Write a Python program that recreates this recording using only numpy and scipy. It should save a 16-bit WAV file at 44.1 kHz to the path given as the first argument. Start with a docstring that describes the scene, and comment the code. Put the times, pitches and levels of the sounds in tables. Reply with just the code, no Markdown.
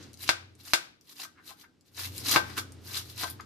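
"""Knife shredding cabbage

A large knife shreds cabbage on a plastic board in a small kitchen, heard from close by as an earlier chop dies away.
Each stroke crunches as a swell of tiny cell bursts, modelled as random clicks ringing at many pitches.
Ribs snap as short decaying noise; the edge chops the board, striking its modes, or scuffs it in runs of slips.
An appliance hums low over a soft rumble of filtered noise, and echoes, scatter and a tail make the room."""
import sys
import numpy as np
from scipy import signal
from scipy.fft import rfft, irfft, next_fast_len
from scipy.io import wavfile

SR = 44100
rng = np.random.default_rng(int(sys.argv[2]) if len(sys.argv) > 2 else 0)


def log_audio(samples):
    """Write samples as a 16-bit WAV file to the path given in sys.argv[1]."""
    # one column per channel
    frames = np.atleast_2d(samples).T
    # limit to full scale, then quantise
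    limited = np.clip(frames, -1, 1)
    pcm = np.round(limited * 32767).astype(np.int16)
    wavfile.write(sys.argv[1], SR, pcm)


N = 152145
T = np.arange(N) / SR


def from_db(db):
    """Decibels to gain."""
    return 10 ** (np.asarray(db) / 20)


def rms_one(x):
    """Scale to unit rms."""
    return x / np.sqrt(np.mean(x ** 2) + 1e-20)


def at_hz(points, hz, axis=1):
    """Read a table column on a log-frequency axis."""
    points = np.array(points)
    return np.interp(np.log(hz + 1), np.log(points[:, 0]), points[:, axis])


def colour(x, gain):
    """Filter by a gain given as a function of frequency."""
    size = next_fast_len(2 * x.shape[-1])
    spectrum = rfft(x, size) * gain(np.fft.rfftfreq(size, 1 / SR))
    return irfft(spectrum, size)[..., :x.shape[-1]]


def ring(x, hz, t60_s):
    """A two-pole mode: a unit click sets it ringing at a height of about 1."""
    radius = from_db(-60 / (t60_s * SR))
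    angle = 2 * np.pi * hz / SR
    poles = [1, -2 * radius * np.cos(angle), radius * radius]
    return signal.lfilter([.5, 0, -.5], poles, x + 1e-18)


def resonance(x, hz, width_hz):
    """One resonance of a given width; a wider one dies sooner."""
    return ring(x, hz, np.log(1000) / (np.pi * width_hz))


MODE_SPREAD_DB = 0.5  # each blow lands on another spot of the board


def modes(x, table):
    """A body's modes in parallel, signs alternating, each struck with a strength of its own."""
    out = np.zeros(N)
    for k, (hz, db, t60_s) in enumerate(table):
        strength = from_db(db + MODE_SPREAD_DB * rng.standard_normal())
        out += (-1) ** k * strength * ring(x, hz, t60_s)
    return out


GRAIN_SPREAD_DB = 4


def grains(per_s):
    """Random clicks of uneven size and either sign."""
    sizes = from_db(GRAIN_SPREAD_DB * np.minimum(rng.exponential(1, N), 4))
    return (rng.random(N) < per_s / SR) * sizes * rng.choice([-1, 1], N)


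SWELL_SHAPE, FADE_SHAPE = 1.51, 1.83  # exponents


def swell(peak_s, rise_s, fall_s):
    """An envelope that is 20 dB down at rise_s before and at fall_s after its peak."""
    before = np.maximum((peak_s - T) / rise_s, 0) ** SWELL_SHAPE
    after = np.maximum((T - peak_s) / fall_s, 0) ** FADE_SHAPE
    return from_db(-20 * np.minimum(before + after, 10))


def waver(per_s):
    """Gaussian values of spread 1, per_s a second, joined by straight lines."""
    return np.interp(T * per_s, np.arange(N), rng.standard_normal(N))


def widen(pair, side_db):
    """Two signals as middle and side, total power kept."""
    side = from_db(side_db)
    return (pair[0] + side * pair[1] * np.array([[1], [-1]])) / np.hypot(1, side)


# Blade passes through leaves; the first row is the dying tail of an earlier chop.
# Each row: peak in s, swell in s, fade in s, relative level in dB,
# boost below BODY_BELOW_HZ in dB, boost above SIZZLE_ABOVE_HZ in dB.
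SWELLS = [(0, .02, 0.13, -50.5, 7.5, -18), (0.233, 0.051, 0.03, -40, 1, 0.5),
          (0.283, 0.03, 0.012, -35, 3.5, -8), (0.609, 0.03, 0.01, -52, 1.5, -2),
          (0.673, 0.057, 0.15, -45.5, 4, 0.5), (1.119, .08, 0.021, -51, 2, 1.5),
          (1.2, 0.052, 0.052, -40.5, 2.5, 0), (1.238, 0.02, 0.015, -41, 8.5, 0),
          (1.492, 0.058, 0.046, -44.5, 3.5, 0.5), (1.608, 0.046, 0.034, -53, 4.5, -0.5),
          (1.874, 0.038, 0.027, -63, 0, -2), (1.997, 0.045, .05, -36, 5, -0.5),
          (2.05, 0.1, 0.047, -36.5, 4.5, 0.5), (2.172, 0.067, 0.093, -42.5, -1, 2),
          (2.272, 0.037, 0.049, -29, 2.5, -1.5), (2.311, 0.055, 0.06, -22, 2.5, -1.5),
          (2.348, 0.044, 0.053, -26, 11, -3.5), (2.5, 0.21, 0.12, -49.5, 12, -4),
          (2.584, 0.023, 0.025, -28.5, 6.5, -2), (2.888, 0.059, 0.065, -43, 5.5, 0.5),
          (2.969, 0.067, 0.049, -30, 3.5, -1.5), (3.1, 0.15, 0.085, -49.5, 0.5, 0),
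          (3.225, 0.061, 0.032, -29.5, 2, -2), (3.279, 0.043, 0.056, -44, 6.5, 1.5)]
# Crunch spectrum. Each row: frequency in Hz, relative density in dB per Hz.
CRUNCH_SPECTRUM = [(200, -0.5), (500, -15.5), (850, -10), (1300, -6), (2500, -3.5), (4000, 3), (5800, -1.5),
                   (8500, -10.5), (12500, -1), (15000, -29)]
CRUNCH_DB, BODY_BELOW_HZ, SIZZLE_ABOVE_HZ = -1, 2000, 7500
BURSTS_PER_S, BURST_T60_CYCLES = 10000, 10.8  # bursts over all pitches
CRUNCH_PAN_DB, BURST_PAN_DB = -2, 12  # left minus right: mean, spread
LEAVES_PER_S, LEAF_SPREAD_DB = 200, 2
PATCH_PER_S, PATCH_DB = 40, 0.5  # each pitch comes and goes as the blade meets other veins


def crunch():
    """Cells burst under the blade as ticks, each with a pitch and place, clumped by leaf; the first
    swell lends the same ticks to an earlier chop's tail."""
    swell_powers = np.array([from_db(db) * swell(s, rise_s, fall_s)
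                             for s, rise_s, fall_s, db, _, _ in SWELLS]) ** 2
    body_db, sizzle_db = np.array(SWELLS)[:, -2:].T
    pitches_hz = np.geomspace(300, 14500, 26)
    shares = from_db(at_hz(CRUNCH_SPECTRUM, pitches_hz)) * np.sqrt(pitches_hz)  # bands widen with pitch
    shares = shares / np.linalg.norm(shares)
    # half the bursts spread evenly over the pitches, half in proportion to pitch
    rates = BURSTS_PER_S / 2 * (pitches_hz / pitches_hz.sum() + 1 / len(pitches_hz))
    leaves = from_db(LEAF_SPREAD_DB * waver(LEAVES_PER_S))
    pan_db = CRUNCH_PAN_DB + BURST_PAN_DB * rng.standard_normal(N)
    places = from_db(pan_db * np.array([[.5], [-.5]]))
    places = places / np.linalg.norm(places, axis=0)
    out = np.zeros((2, N))
    for hz, share, per_s in zip(pitches_hz, shares, rates):
        patches = from_db(PATCH_DB * waver(PATCH_PER_S))
        ticks = ring(grains(per_s) * leaves * places * patches, hz, BURST_T60_CYCLES / hz)
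        tone_db = body_db * (hz < BODY_BELOW_HZ) + sizzle_db * (hz > SIZZLE_ABOVE_HZ)
        envelope = np.sqrt(from_db(2 * tone_db) @ swell_powers)  # swells add in power
        out += share * rms_one(ticks) * envelope
    return from_db(CRUNCH_DB) * out


# Background course. Each row: time in s, hum level in dB, relative rumble level in dB.
BACKGROUND_LEVELS = [(0, -57.5, -58), (.2, -58, -68), (.29, -56, -62), (.4, -60.5, -69.5), (.7, -60, -70.5),
                     (0.801, -78.5, -70), (1.0, -83.5, -75.5), (1.399, -75, -71.5), (1.849, -82, -75.5),
                     (1.968, -59.5, -71.5), (2.1, -50, -59.5), (2.32, -50.5, -52), (2.5, -48.5, -56.5),
                     (2.7, -52, -60.5), (3.15, -53.5, -63), (3.45, -55, -61.5)]
# Appliance hum partials. Each row: frequency in Hz, relative level in dB.
HUM_PARTIALS = [(90, 0.5), (119, -4)]
# Rumble spectrum. Each row: frequency in Hz, relative density in dB per Hz.
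RUMBLE_SPECTRUM = [(25, -20), (60, -6.5), (130, -0.5), (200, -2), (290, 2.5), (420, -6), (600, -15),
                   (1500, -20.5), (5000, -23), (15000, -42.5)]
RUMBLE_DB, HUM_SIDE_DB, RUMBLE_SIDE_DB = 7.5, -18, -6.5
HUM_WAVER_PER_S, HUM_WAVER_DB, HUM_WAVER_RAD = 18, 3.2, 1


def hum(phase_rad):
    """Appliance partials as sines whose levels and phases waver."""
    out = np.zeros(N)
    for hz, db in HUM_PARTIALS:
        level = from_db(db + HUM_WAVER_DB * waver(HUM_WAVER_PER_S))
        phase = 2 * np.pi * hz * T + HUM_WAVER_RAD * waver(HUM_WAVER_PER_S) + phase_rad
        out += level * np.sqrt(2) * np.sin(phase)
    return out


def background():
    """A wavering low hum over a rumble of coloured noise; both sink for a while in the middle."""
    s, hum_db, rumble_db = np.transpose(BACKGROUND_LEVELS)
    hum_pair = [hum(0), hum(np.pi / 2)]
    rumble_pair = rms_one(colour(rng.standard_normal((2, N)), lambda f: from_db(at_hz(RUMBLE_SPECTRUM, f))))
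    hum_gain = from_db(np.interp(T, s, hum_db))
    rumble_gain = from_db(RUMBLE_DB + np.interp(T, s, rumble_db))
    return widen(hum_pair, HUM_SIDE_DB) * hum_gain + widen(rumble_pair, RUMBLE_SIDE_DB) * rumble_gain


# Single ribs break. Each row: start in s, relative level in dB, pitch in Hz.
SNAPS = [(.132, -29.5, 5630), (0.141, -30, 5640), (.173, -31, 5740), (0.209, -31, 5940), (0.552, -40, 6130),
         (.652, -27.5, 3420), (1.011, -37, 6000), (1.202, -24.5, 4000), (1.232, -26, 4000),
         (1.249, -25.5, 4000), (1.456, -40, 5000), (1.641, -39.5, 4340), (1.81, -42.5, 4940),
         (2.18, -14.5, 6940), (2.721, -30.5, 6200), (3.179, -21.5, 5300), (3.268, -33, 3970),
         (3.3, -16.5, 12200), (3.409, -29.5, 4800)]
SNAP_DB, SNAP_DECAY_S, SNAP_WIDTH_HZ = -9, 0.00082, 5440


def snaps():
    """A rib breaks with one bright tick: decaying noise through two broad resonances."""
    out = np.zeros(N)
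    for s, db, hz in SNAPS:
        decay = (T >= s) * np.exp(-np.minimum(abs(T - s) / SNAP_DECAY_S, 20))
        tear = from_db(db + SNAP_DB) * decay * rng.standard_normal(N)
        out += resonance(resonance(tear, hz, SNAP_WIDTH_HZ), hz, 2 * SNAP_WIDTH_HZ)
    return out


# Edge hits the board. Each row: start in s, strength in dB, contact lowpass corner in Hz,
# relative ring level in dB, relative thump level in dB.
CHOPS = [(0.2913, 0.5, 6900, 0, -12.5), (.735, 0, 11800, -0.5, -13), (2.361, 3.5, 2920, 2.5, -2),
         (2.3675, -6, 1500, -7, -5), (3.235, -16.5, 2170, 6.5, 4)]
# First crack of a chop. Each row: frequency in Hz, relative level in dB, t60 in s.
CRACK = [(602, -10, 0.0022), (1450, -4, 0.0037), (2260, -4, 0.0028), (3660, -2.5, 0.0015),
         (4910, -2.5, 0.001), (7500, -9, 0.001), (10400, -13.5, .002)]
# Board and blade ringing together. Each row: frequency in Hz, relative level in dB, t60 in s.
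BOARD = [(342.7, -8, 0.19), (600, -6.5, 0.1), (786, -0.5, 0.089), (908, -1, 0.15), (1027, 2, 0.095),
         (1105, -2.5, .08), (1300, -5.5, .07), (1330, 0, .09), (1558, -1, 0.19), (1880, 7, 0.067),
         (2140, -6, 0.094), (2190, -0.5, .07), (2520, -7, 0.085), (3740, 6.5, .08), (4470, -11.5, .07)]
# Counter under the board. Each row: frequency in Hz, relative level in dB, t60 in s.
COUNTER = [(105, -30.5, 0.01), (205, -20, 0.01)]
CRACK_DB, RING_DB = 2, -34


def chops():
    """The edge lands: a sharp crack, the ring of board and blade, and a thump in the counter."""
    out = np.zeros(N)
    for s, db, bright_hz, ring_db, thump_db in CHOPS:
        blow = np.zeros(N)
        blow[int(s * SR)] = from_db(db)
        pole = np.exp(-2 * np.pi * bright_hz / SR)
        contact = signal.lfilter([(1 - pole) ** 2], [1, -2 * pole, pole ** 2], blow + 1e-18)
        crack = sum(from_db(level_db) * ring(contact, hz, t60_s) for hz, level_db, t60_s in CRACK)
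        thump = sum(from_db(level_db) * ring(blow, hz, t60_s) for hz, level_db, t60_s in COUNTER)
        out += from_db(CRACK_DB) * crack
        out += from_db(RING_DB + ring_db) * modes(contact, BOARD)
        out += from_db(thump_db) * thump
    return -out


# Edge scuffs the board. Each row: peak in s, rise and fall each in s, relative level in dB, pitch in Hz.
SCUFFS = [(1.2, 0.0088, -51, 790), (1.252, 0.0041, -40, 1110), (1.39, 0.0495, -57, 1410),
          (1.512, 0.013, -43.5, 900), (1.642, 0.012, -48.5, 1390), (2.368, 0.025, -20, 810),
          (2.577, 0.014, -29.5, 1390), (3.24, 0.029, -35.5, 790), (3.401, 0.01, -38.5, 1220)]
SCUFF_DB, SLIPS_PER_S, SCUFF_WIDTH_HZ = -1, 1800, 575
SCUFF_RING_DB = -7  # relative to the scuffs' rms


def rub(s, length_s, db, hz):
    """A short run of tiny slips through two resonances at one pitch."""
    slips = resonance(resonance(grains(SLIPS_PER_S), hz, SCUFF_WIDTH_HZ), hz, 2 * SCUFF_WIDTH_HZ)
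    return from_db(db) * rms_one(slips) * swell(s, length_s, length_s)


def scuffs():
    """The edge drags briefly on the plastic and sets the board ringing."""
    out = from_db(SCUFF_DB) * sum(rub(*row) for row in SCUFFS)
    return out + from_db(SCUFF_RING_DB) * out.std() * rms_one(modes(out, BOARD))


# Room by band. Each row: frequency in Hz, relative early scatter in dB, relative late tail in dB,
# tail t60 in s.
KITCHEN = [(150, -3.5, -22.5, .5), (487, 1, -3.5, 0.4), (1340, -5, -7, 0.37), (3700, 3.5, -7, 0.41),
           (7600, -3, -4.5, 0.27), (14000, 6.5, -10.5, 0.31)]
# Reflections off counter and packets. Each row: delay in s, left level in dB, right level in dB.
ECHOES = [(.0076, -16, -19), (0.016, -15.5, -29), (0.0011, -35.5, -12.5)]
# Stereo balance. Each row: frequency in Hz, left minus right in dB.
BALANCE = [(200, -6.5), (500, 2), (1300, 5.5), (2500, 1), (4500, 6), (9000, -.5), (15000, 1)]
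SCATTER_T60_S, SCATTER_ONSET_S, ROOM_SIDE_DB = 0.084, 0.00033, 3


def kitchen(x):
    """Direct sound, near echoes, dense scatter off the counter's clutter, and the room's tail."""
    t = T[:SR * 2 // 3]
    response = np.zeros((2, len(t)))
    noise = widen(rng.standard_normal((2, len(t))), ROOM_SIDE_DB)
    for hz in 60 * 2 ** np.arange(9):  # overlapping bands, an octave apart
        band = colour(noise, lambda f: np.clip(1 - abs(np.log2((f + 1) / hz)), 0, 1))
        scatter = at_hz(KITCHEN, hz), SCATTER_T60_S
        tail = at_hz(KITCHEN, hz, axis=2), at_hz(KITCHEN, hz, axis=3)
        for db, t60_s in (scatter, tail):
            same_energy = np.sqrt(np.log(1000) / (t60_s * SR))  # whatever the t60
            response += band * from_db(db - 60 * t / t60_s) * same_energy
    response *= 1 - np.exp(-t / SCATTER_ONSET_S)
    response[:, 0] += 1  # direct sound
    for delay_s, left_db, right_db in ECHOES:
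        response[:, int(delay_s * SR)] += from_db([left_db, right_db])
    heard = signal.fftconvolve(x, response, axes=1)[:, :N]
    return colour(heard, lambda f: from_db(at_hz(BALANCE, f) * np.array([[.5], [-.5]]))) / np.sqrt(2)


def scene():
    """The knife work in the kitchen, over the background."""
    return kitchen(crunch() + snaps() + chops() + scuffs()) + background()


CEILING, CUTOFF_HZ = .8, 14700


def record(dry):
    """The hardest peaks are rounded by a tanh and the top is cut by a steep lowpass."""
    rounded = CEILING * np.tanh(dry / CEILING)
    lowpass = signal.ellip(10, .1, 80, CUTOFF_HZ, fs=SR, output="sos")
    return signal.sosfilt(lowpass, rounded)


dry = scene()
out = record(dry)
log_audio(out)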